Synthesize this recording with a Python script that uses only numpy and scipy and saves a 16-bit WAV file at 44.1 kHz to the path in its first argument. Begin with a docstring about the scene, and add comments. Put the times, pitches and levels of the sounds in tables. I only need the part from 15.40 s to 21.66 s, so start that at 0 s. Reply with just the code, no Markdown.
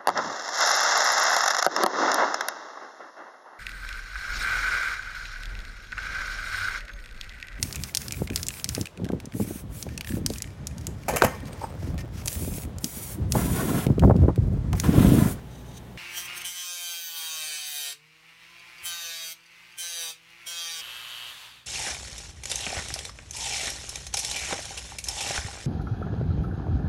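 """Rotary tool on a plastic bowl

A workbench in three abrupt sections: a marker drags over a plastic bowl in a humming room; a flex-shaft tool
runs free, touches the bowl briefly and takes four long cuts; its motor is heard closer, then switched off.
The off-centre disc scrapes once a turn with nearly repeating roughness, ringing modes of bowl and disc.
The tool is shaft-locked rattle, mains buzz and whine; the room is rumble, hiss and wavering hum lines."""
import sys
import numpy as np
from scipy import signal
from scipy.fft import rfft, irfft
from scipy.io import wavfile
from scipy.ndimage import uniform_filter1d, map_coordinates

SR = 44100
rng = np.random.default_rng(int(sys.argv[2]) if len(sys.argv) > 2 else 0)


def transcribe(u):
    """Save the signal u as a 16-bit wav file named by the first command-line argument.

    u: samples, shape (n,) or (channels, n), limited to [-1, 1]; the rate is SR.
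    q: integer samples, one column per channel.
    """
    v = np.clip(np.atleast_2d(u).T, -1, 1)
    q = np.round(v * 32767).astype(np.int16)
    wavfile.write(sys.argv[1], SR, q)


N = 276066
TIME_S = np.arange(N) / SR
MAINS_HZ = 60.0
FREE_HZ, FREE_WAVER_HZ = 179.9, 0.4  # turns per second without load, and their waver
OFF_S, COAST_PER_S = 5.928, 3.1  # switch-off, and decay rate of the speed after it

# Parts of bowl and disc, from whole bowl, floor, low wall, lower and upper mid wall, high wall, rim,
# disc edge to disc: touch_db (share on first touch), sunk_db (share once sunk in),
# load_db (gain per third of the free speed lost)
PART_SHARES = [(-57, -59, 3), (-52, -50, -2), (-50, -47.5, 1.5), (-39, -43, -1), (-52, -41.5, 1.5),
               (-52.5, -45, 3.5), (-41.5, -41, -3.5), (-39.5, -43.5, -1.5), (-41, -46, -3)]
# Extra level of the treble ring: time_s, disc_edge_db, disc_db
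TREBLE_RING = [(.75, 1.5, 0), (1.05, 3, 0), (1.28, -1.5, -3), (1.48, 1.5, 2), (1.7, 1.5, 7.5),
               (2.14, 2.5, -3), (2.31, 2, 6.5), (2.49, 3.5, -3), (3.45, 9.5, 6), (3.54, 1, -4),
               (3.8, -3, -4), (3.91, 6, 11), (4.43, 3, -3), (4.57, 1, -2), (4.68, 1, -1), (5.08, 0, -5),
               (5.2, -3, -7), (5.4, -2, -6)]
# The disc just brushing the bowl: time_s, level_db
GRAZES = [(3.1, -57), (3.198, -53), (3.3, -62), (3.386, -50), (4.007, -62), (4.039, -61), (4.064, -56),
          (4.12, -63), (4.325, -56), (4.835, -62), (4.905, -56)]
SHARE_WAVER_DB = 1.5


def cut(turns):
    """The high side of the disc scrapes once a turn; torn chips add fresh grit, mostly in the treble."""
    bite, depth = contact()
    # The more the shaft is dragged down, the more the plastic tears at random
    speed_hz = np.gradient(turns) * SR
    load = np.clip(1 - speed_hz / FREE_HZ, 0, 1 / 4)
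    tearing = undb(-17 + 45 * load) * rng.standard_normal(N)
    worn = steady(repeating(turns, 30.0)) + tearing
    gritty = worn + undb(-15) * rng.standard_normal(N)
    body_band = signal.butter(2, [520.0, 7000.0], "band", fs=SR, output="sos")
    treble_band = signal.butter(2, 7000.0, "high", fs=SR, output="sos")
    dull = signal.sosfilt(body_band, worn)
    bright = signal.sosfilt(treble_band, gritty)

    # The bowl feels the disc all round; the thin disc sings mostly on its high side
    dull_scrape = dull * (undb(-3) + arc(turns, 3.4))
    bright_scrape = bright * (undb(-14) + arc(turns - 0.05, 3.2))
    parts = bowl(dull_scrape + bright_scrape)

    shares = []
    for touch_db, sunk_db, load_db in PART_SHARES:
        share_db = touch_db + (sunk_db - touch_db) * depth + 3 * load * load_db
        shares.append(undb(share_db + SHARE_WAVER_DB * walk(7)))
    shares = np.array(shares)
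    shares[-2:] *= undb([curve(TREBLE_RING, column) for column in (1, 2)])
    shares /= np.sqrt((shares ** 2).sum(0))  # total power stays 1
    scrape = sum(steady(part, 0.12) * share for part, share in zip(parts, shares))

    graze = sum(undb(db) * np.exp(-((TIME_S - s) / 0.0051) ** 2) for s, db in GRAZES)
    brushed = steady(parts[5:8].sum(0))  # high wall, rim and disc edge
    return scrape * bite + brushed * graze


# Each contact of disc and bowl: start_s (full bite), end_s (let-off), rise_db_per_s, fall_db_per_s,
# sink_db (how far tool and room drop), sink_in_s (time constant of the disc sinking in)
CONTACTS = [(0.78, 0.782, 295, 201, 2, .4), (0.859, 0.857, 1500, 1600, 5, 0.27),
            (.98, 0.98, 496, 903, -9, 0.51), (1.02, 1.018, 1100, 1800, 0, .4),
            (1.051, 2.527, 1800, 650, 20.5, 0.21), (3.455, 3.926, 801, 900, 16.5, 0.013),
            (4.386, 4.709, 1500, 448, 16, 0.038), (5.07, 5.408, 1800, 900, 17, 0.056)]
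# How hard the disc is pressed in: time_s, bite_db
PRESS = [(.78, -32), (.86, -37), (.98, -34.5), (1.02, -34.5), (1.048, -32.5), (1.144, -39.5), (1.17, -36.5),
         (1.49, -34), (1.73, -37), (1.78, -34), (2.14, -33), (2.21, -35.5), (2.4, -33), (2.45, -34),
         (2.49, -34), (2.52, -38.5), (3.47, -32.5), (3.58, -36), (3.66, -34.5), (3.92, -38), (4.39, -35),
         (4.53, -35), (4.63, -32.5), (4.71, -36), (5.08, -35), (5.14, -36.5), (5.23, -32.5), (5.4, -35.5)]
PRESS_WAVER_DB = 0.36


def contact():
    """Gain of the bite from hand pressure, and how deep the disc sits (0-1)."""
    gain, depth = 0, np.zeros(N)
    for start, end, rise, fall, _, sink_in_s in CONTACTS:
        # Pressure inside the contact, straight dB slopes on both sides
        press_db = np.interp(np.clip(TIME_S, start, end), *np.transpose(PRESS))
        slope_db = rise * np.clip(start - TIME_S, 0, 1) + fall * np.clip(TIME_S - end, 0, 1)
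        gain = gain + undb(press_db - slope_db)
        sinking_in = 1 - np.exp(-np.clip(TIME_S - start, 0, None) / sink_in_s)
        depth = np.where(TIME_S > start, sinking_in, depth * (TIME_S < start - 0.05))
    return gain * undb(PRESS_WAVER_DB * walk(14)) * by_section((0, 1, 0)), depth


# Modes of bowl and disc: centre_hz, width_hz (of each of two filter passes), level_db
BOWL_MODES = [(576, 366, -10.5), (734, 176, -10.5), (1136, 132, 1.5), (1548, 180, 4), (1850, 72, 5.5),
              (2537, 444, -3), (3143, 440, -3), (3742, 390, 6), (4652, 270, 3.5), (5230, 60, -5.5),
              (6176, 880, -2), (6780, 180, -4.5), (7670, 220, -3), (8230, 530, 0.5), (9070, 320, 1.5),
              (10010, 1080, -5), (10950, 70, -2), (11960, 390, -9.5), (12700, 90, -5), (13300, 510, -15),
              (14300, 1100, -1), (15100, 610, -6.5)]
# Upper limits of all parts but the last: top_hz
PART_TOPS = (900, 2100, 2900, 3500, 4250, 5400, 7300, 13000)


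def bowl(x):
    """The ringing modes, summed part by part from the whole bowl up to the disc."""
    parts = np.zeros((len(PART_TOPS) + 1, len(x)))
    for hz, width_hz, db in BOWL_MODES:
        parts[np.searchsorted(PART_TOPS, hz)] += undb(db) * ring(x, hz, width_hz)
    return parts


def repeating(turns, memory, count=256):
    """Roughness fixed around the shaft, wearing into a new pattern over `memory` turns."""
    keep = np.exp(-1 / memory)
    # One row per turn, each point leaning on the same point of the turn before
    rows = signal.lfilter([1], [1, -keep], rng.standard_normal((1400, count)), axis=0).ravel()
    return map_coordinates(rows, [(turns + 200) * count], order=3)  # skip the build-up


def arc(turns, sharp):
    """A bump once per turn, peaking at 1."""
    return np.exp(sharp * (np.cos(2 * np.pi * turns) - 1))


# Shaft speed in the first two sections: time_s, speed_hz (turns per second)
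SHAFT_SPEED = [(0.58, 174), (0.85, 177.4), (1.0, 176.3), (1.22, 178.7), (1.45, 173.5), (1.86, 161.2),
               (2.35, 145), (2.5, 140.9), (2.64, 154.2), (2.89, 163), (3.15, 171.2), (3.47, 173.7),
               (3.73, 165.8), (3.88, 163.5), (4.09, 169.2), (4.35, 174.7), (4.45, 173.1), (4.56, 169.3),
               (4.72, 161.2), (4.99, 170.3), (5.1, 171.5), (5.22, 168.8), (5.41, 161.8)]


def shaft():
    """Turns of the shaft so far: the drawn speed, then free running that decays after switch-off."""
    free_hz = FREE_HZ + FREE_WAVER_HZ * walk(5)
    coasting_hz = free_hz * np.exp(-COAST_PER_S * np.clip(TIME_S - OFF_S, 0, None))
    return np.cumsum(np.where(TIME_S < SECTION_STARTS[1], curve(SHAFT_SPEED), coasting_hz)) / SR


# Tool level by section: level_db
TOOL_LEVELS = (-99, -40, -41.5)
FADE_DB, FADE_POWER = 108, 1.6  # fall one second after switch-off, and how late it comes


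def tool(turns, sunk_db):
    """Shaft-locked rattle and mains buzz, with bench wobble in section two and motor whine in three."""
    half_cycles = 2 * MAINS_HZ * TIME_S
    powered = np.clip((OFF_S - TIME_S) / 0.021, 0, 1)
    near_motor = TIME_S > SECTION_STARTS[1]
    on_bench = (TIME_S > SECTION_STARTS[0]) & (TIME_S < SECTION_STARTS[1])
    close = motor(turns, half_cycles, powered)
    hand = handpiece(turns, half_cycles)
    fade_db = FADE_DB * np.clip(TIME_S - OFF_S, 0, 1) ** FADE_POWER
    level_db = by_section(TOOL_LEVELS) - sunk_db - fade_db + 1.1 * walk(15)
    noise = np.where(TIME_S < SECTION_STARTS[1], steady(hand), steady(close)) * undb(level_db)
    whining = whine(turns, half_cycles) * powered * near_motor
    return noise + np.sqrt(2) * (whining + wobble(turns, sunk_db) * on_bench)


# Handpiece spectrum: frequency_hz, density_db (dB per Hz, relative)
HANDPIECE_COLOUR = [(120, -39), (300, -19.5), (550, -20.5), (1100, -9.5), (1600, -9.5), (2200, -2),
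                    (2800, -2), (3150, -10.5), (4500, -13.5), (6200, -18), (7000, -22), (10000, -25),
                    (15800, -30.5)]


def handpiece(turns, half_cycles):
    """Handpiece and flex shaft rattle nearly alike each turn, swelling with each mains half-cycle."""
    rattle = steady(repeating(turns, 20.7)) + undb(2) * rng.standard_normal(N)
    return colour(rattle * (1 + 0.5 * arc(half_cycles, 3.1)), HANDPIECE_COLOUR)


# Motor spectrum: frequency_hz, density_db (dB per Hz, relative)
MOTOR_COLOUR = [(150, -42), (400, -19.5), (750, -15), (1050, -7), (1600, -6.5), (2200, -8), (2700, -3.5),
                (3750, -3), (4050, -8.5), (4600, -7.5), (5000, -15), (6200, -16), (10800, -18.5),
                (15800, -25)]
# Tones of the brushes over the segments: multiple of the shaft speed
BRUSH_TONES = (24, 32, 48, 64)


def motor(turns, half_cycles, powered):
    """Rattle buzzing with brush sparks; after power-off the brushes sing down through housing resonances."""
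    rattle = steady(repeating(turns, 8.8))
    # Sparks differ from one half-cycle to the next
    spark_gain = undb(2.07 * rng.standard_normal(800))[half_cycles.astype(int)]
    spark = spark_gain * arc(half_cycles, 17.5)
    sing = sum(undb(-11 + 5 * walk(40)) * np.sin(2 * np.pi * k * turns) for k in BRUSH_TONES)
    sing = (ring(sing, 2950.0, 1710.0) + ring(sing, 4900.0, 700.0)) * (1 - powered)
    rough = rattle + undb(4.0) * rng.standard_normal(N)
    buzz = 1 + 0.68 * spark * (0.17 + 0.21 * powered)
    return colour(sing + rough * buzz, MOTOR_COLOUR)


# Commutator whine lines: shaft_multiple, sideband (steps of the mains half-cycle rate)
WHINE_LINES = [(16, -2), (16, -1), (16, 0), (16, 1), (16, 2), (16, 3), (8, 0), (9, 0), (64, 0), (72, 0),
               (80, 0)]
# Level of each whine line: level_db
WHINE_LEVELS = [-53, -57, -53, -48.5, -51, -51, -64, -63, -61, -72, -70]


def whine(turns, half_cycles):
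    """Commutator tones at shaft multiples, with sidebands spaced by the mains half-cycle rate."""
    out = np.zeros(N)
    for (multiple, sideband), db in zip(WHINE_LINES, WHINE_LEVELS):
        cycles = multiple * turns + sideband * half_cycles + 1 / 4
        out += undb(db + 1.5 * walk(10)) * np.sin(2 * np.pi * cycles)
    return out


# The bench's answer to the shaft's unbalance: frequency_hz, level_db
BENCH_RESPONSE = [(140, -61), (157, -49.5), (175, -66.5), (290, -57), (320, -65.5), (350, -68), (425, -48),
                  (445, -52), (485, -61.5), (500, -66.5), (530, -74)]


def wobble(turns, sunk_db):
    """Shaft unbalance and its multiples, each as loud as the bench answers at that pitch."""
    out = np.zeros(N)
    for k in (1, 2, 3):
        pitch_hz = k * np.gradient(turns) * SR
        bench_db = np.interp(pitch_hz, *np.transpose(BENCH_RESPONSE))
        out += undb(bench_db - sunk_db + 2.3 * walk(12)) * np.sin(2 * np.pi * k * turns)
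    return out


# Level of the marker stroke: time_s, level_db
MARKER_STROKE = [(.09, -75), (.11, -59.5), (.2, -58.5), (.235, -67), (.28, -57), (.325, -57), (.36, -51),
                 (.377, -41.5), (.392, -62), (.4, -70)]
# How the felt tip drives each part, whole bowl to disc: level_db
TIP_DRIVE = [-23, -13, -11, -3, 0, -8, 2, -2, -8]


def marker():
    """The felt tip drags in tiny slips that ring the bowl, then ticks as it lifts off."""
    slips = (rng.standard_normal(N) * undb(2.5 * walk(152.8)))[:SR]
    rung = steady(sum(steady(part) * undb(db) for part, db in zip(bowl(slips), TIP_DRIVE)))
    return np.pad(rung, (0, N - SR)) * undb(curve(MARKER_STROKE, out=-200))


# A hand shifting on the bench: start_s, level_db, pitch_hz
HAND_THUDS = [(3.42, -56, 85.7), (3.5, -64, 82), (3.64, -65, 89)]


def thuds():
    """Soft pushes into the bench top: low sines that swell and die in tens of milliseconds."""
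    out = np.zeros(N)
    for start_s, db, hz in HAND_THUDS:
        t = np.clip(TIME_S - start_s, 0, None)
        out += undb(db) * np.sin(2 * np.pi * hz * t) * (t / 0.022) * np.exp(1 - t / 0.019)
    return out


# Room spectrum: frequency_hz, density_db (dB per Hz, relative)
ROOM_COLOUR = [(15, -40), (25, -12.5), (133, -4), (316, -14), (382, -13.5), (857, -21), (1510, -28),
               (1780, -27), (2200, -30.5), (3490, -31.5), (4330, -37.5), (6850, -40), (15800, -42)]
# Hum lines: pitch_hz, level_db (relative, lifted by 48 dB in the mix)
HUM_LINES = [(60, -48.5), (120, -47), (145.3, -63), (180, -58), (248, -59), (382, -62), (850, -62.5)]
# Room level by section: level_db
ROOM_LEVELS = (-41, -60.5, -65.5)


def room(sunk_db):
    """Appliance rumble with wavering hum lines over a faint hiss."""
    hum = np.zeros(N)
    for hz, db in HUM_LINES:
        hum += undb(db + 2 * walk(13)) * np.sin(2 * np.pi * (hz * TIME_S + rng.random()))
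    rumble = steady(colour(rng.standard_normal(N), ROOM_COLOUR))
    return steady(rumble + undb(48.0) * hum) * undb(by_section(ROOM_LEVELS) - sunk_db)


SINK_S, CREEP_DB_PER_S = 0.11, 14.5  # time constant of the drop, and speed of the return


def sinking(count=200):
    """dB by which tool and room lie under their free level: drawn down in a cut, creeping up between."""
    times, sunk = np.arange(0, N / SR, 1 / count), [0.0]
    for s in times[1:]:
        pull = [row[4] for row in CONTACTS if row[0] <= s < row[1]]
        if pull:
            sunk.append(sunk[-1] + (pull[0] - sunk[-1]) / (1 + SINK_S * count))
        else:
            sunk.append(max(sunk[-1] - CREEP_DB_PER_S / count, 0))
    return curve(np.transpose([times, sunk])) * by_section((0, 1, 0))


# Where the second and third sections cut in: start_s
SECTION_STARTS = (.574, 5.415)


def by_section(values):
    """One value for each section, at every sample."""
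    return np.array(values)[np.searchsorted(SECTION_STARTS, TIME_S)]


def undb(db):
    """Decibels to amplitude."""
    return 10 ** (np.asarray(db) / 20)


def curve(rows, column=1, out=None):
    """A table column at every sample, on straight lines between its times."""
    rows = np.array(rows)
    return np.interp(TIME_S, rows[:, 0], rows[:, column], left=out, right=out)


def steady(x, span_s=20):
    """Level x to an rms near 1 over a sliding span."""
    return x / np.sqrt(uniform_filter1d(x ** 2, int(span_s * SR), mode="reflect") + 1e-18)


def colour(x, points):
    """Shape the spectrum of x by (Hz, dB) points on a log frequency axis."""
    hz, db = np.transpose(points)
    bins_hz = np.arange(N // 2 + 1) * SR / N + 1  # 1 Hz up, to keep the log finite
    return irfft(rfft(x) * undb(np.interp(np.log(bins_hz), np.log(hz), db)), N)


def ring(x, hz, width_hz):
    """One steep resonance: two passes of a peak filter, gain 1 at its centre."""
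    b, a = signal.iirpeak(hz, hz / width_hz, SR)
    return signal.lfilter(b, a, signal.lfilter(b, a, x))


def walk(rate):
    """Slewed random levels, `rate` new ones a second; spread near 1."""
    k = int(SR / rate)
    return uniform_filter1d(np.repeat(rng.standard_normal(N // k + 1), k), k)[:N]


def reverb(near):
    """The cut hangs briefly in the room, duller than the direct sound."""
    tail_s = np.arange(int(0.3 * SR)) / SR
    tail = rng.standard_normal(len(tail_s)) * np.exp(-np.log(1000) * tail_s / 0.16)  # -60 dB in 0.16 s
    wet = undb(-34) * signal.fftconvolve(ring(near, 4130.0, 9600.0), tail)[:N]
    return wet * (TIME_S < SECTION_STARTS[1])


def scene():
    """All sources on one shaft motion, summed to one channel."""
    turns = shaft()
    near, sunk_db = cut(turns), sinking()
    mix = near + reverb(near) + tool(turns, sunk_db) + room(sunk_db) + marker() + thuds()
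    return mix[None]


def record(dry):
    """The microphone chain cuts the top above 15.8 kHz."""
    return signal.sosfilt(signal.ellip(10, 0.2, 80, 15800, fs=SR, output="sos"), dry)


dry = scene()
out = record(dry)
transcribe(out)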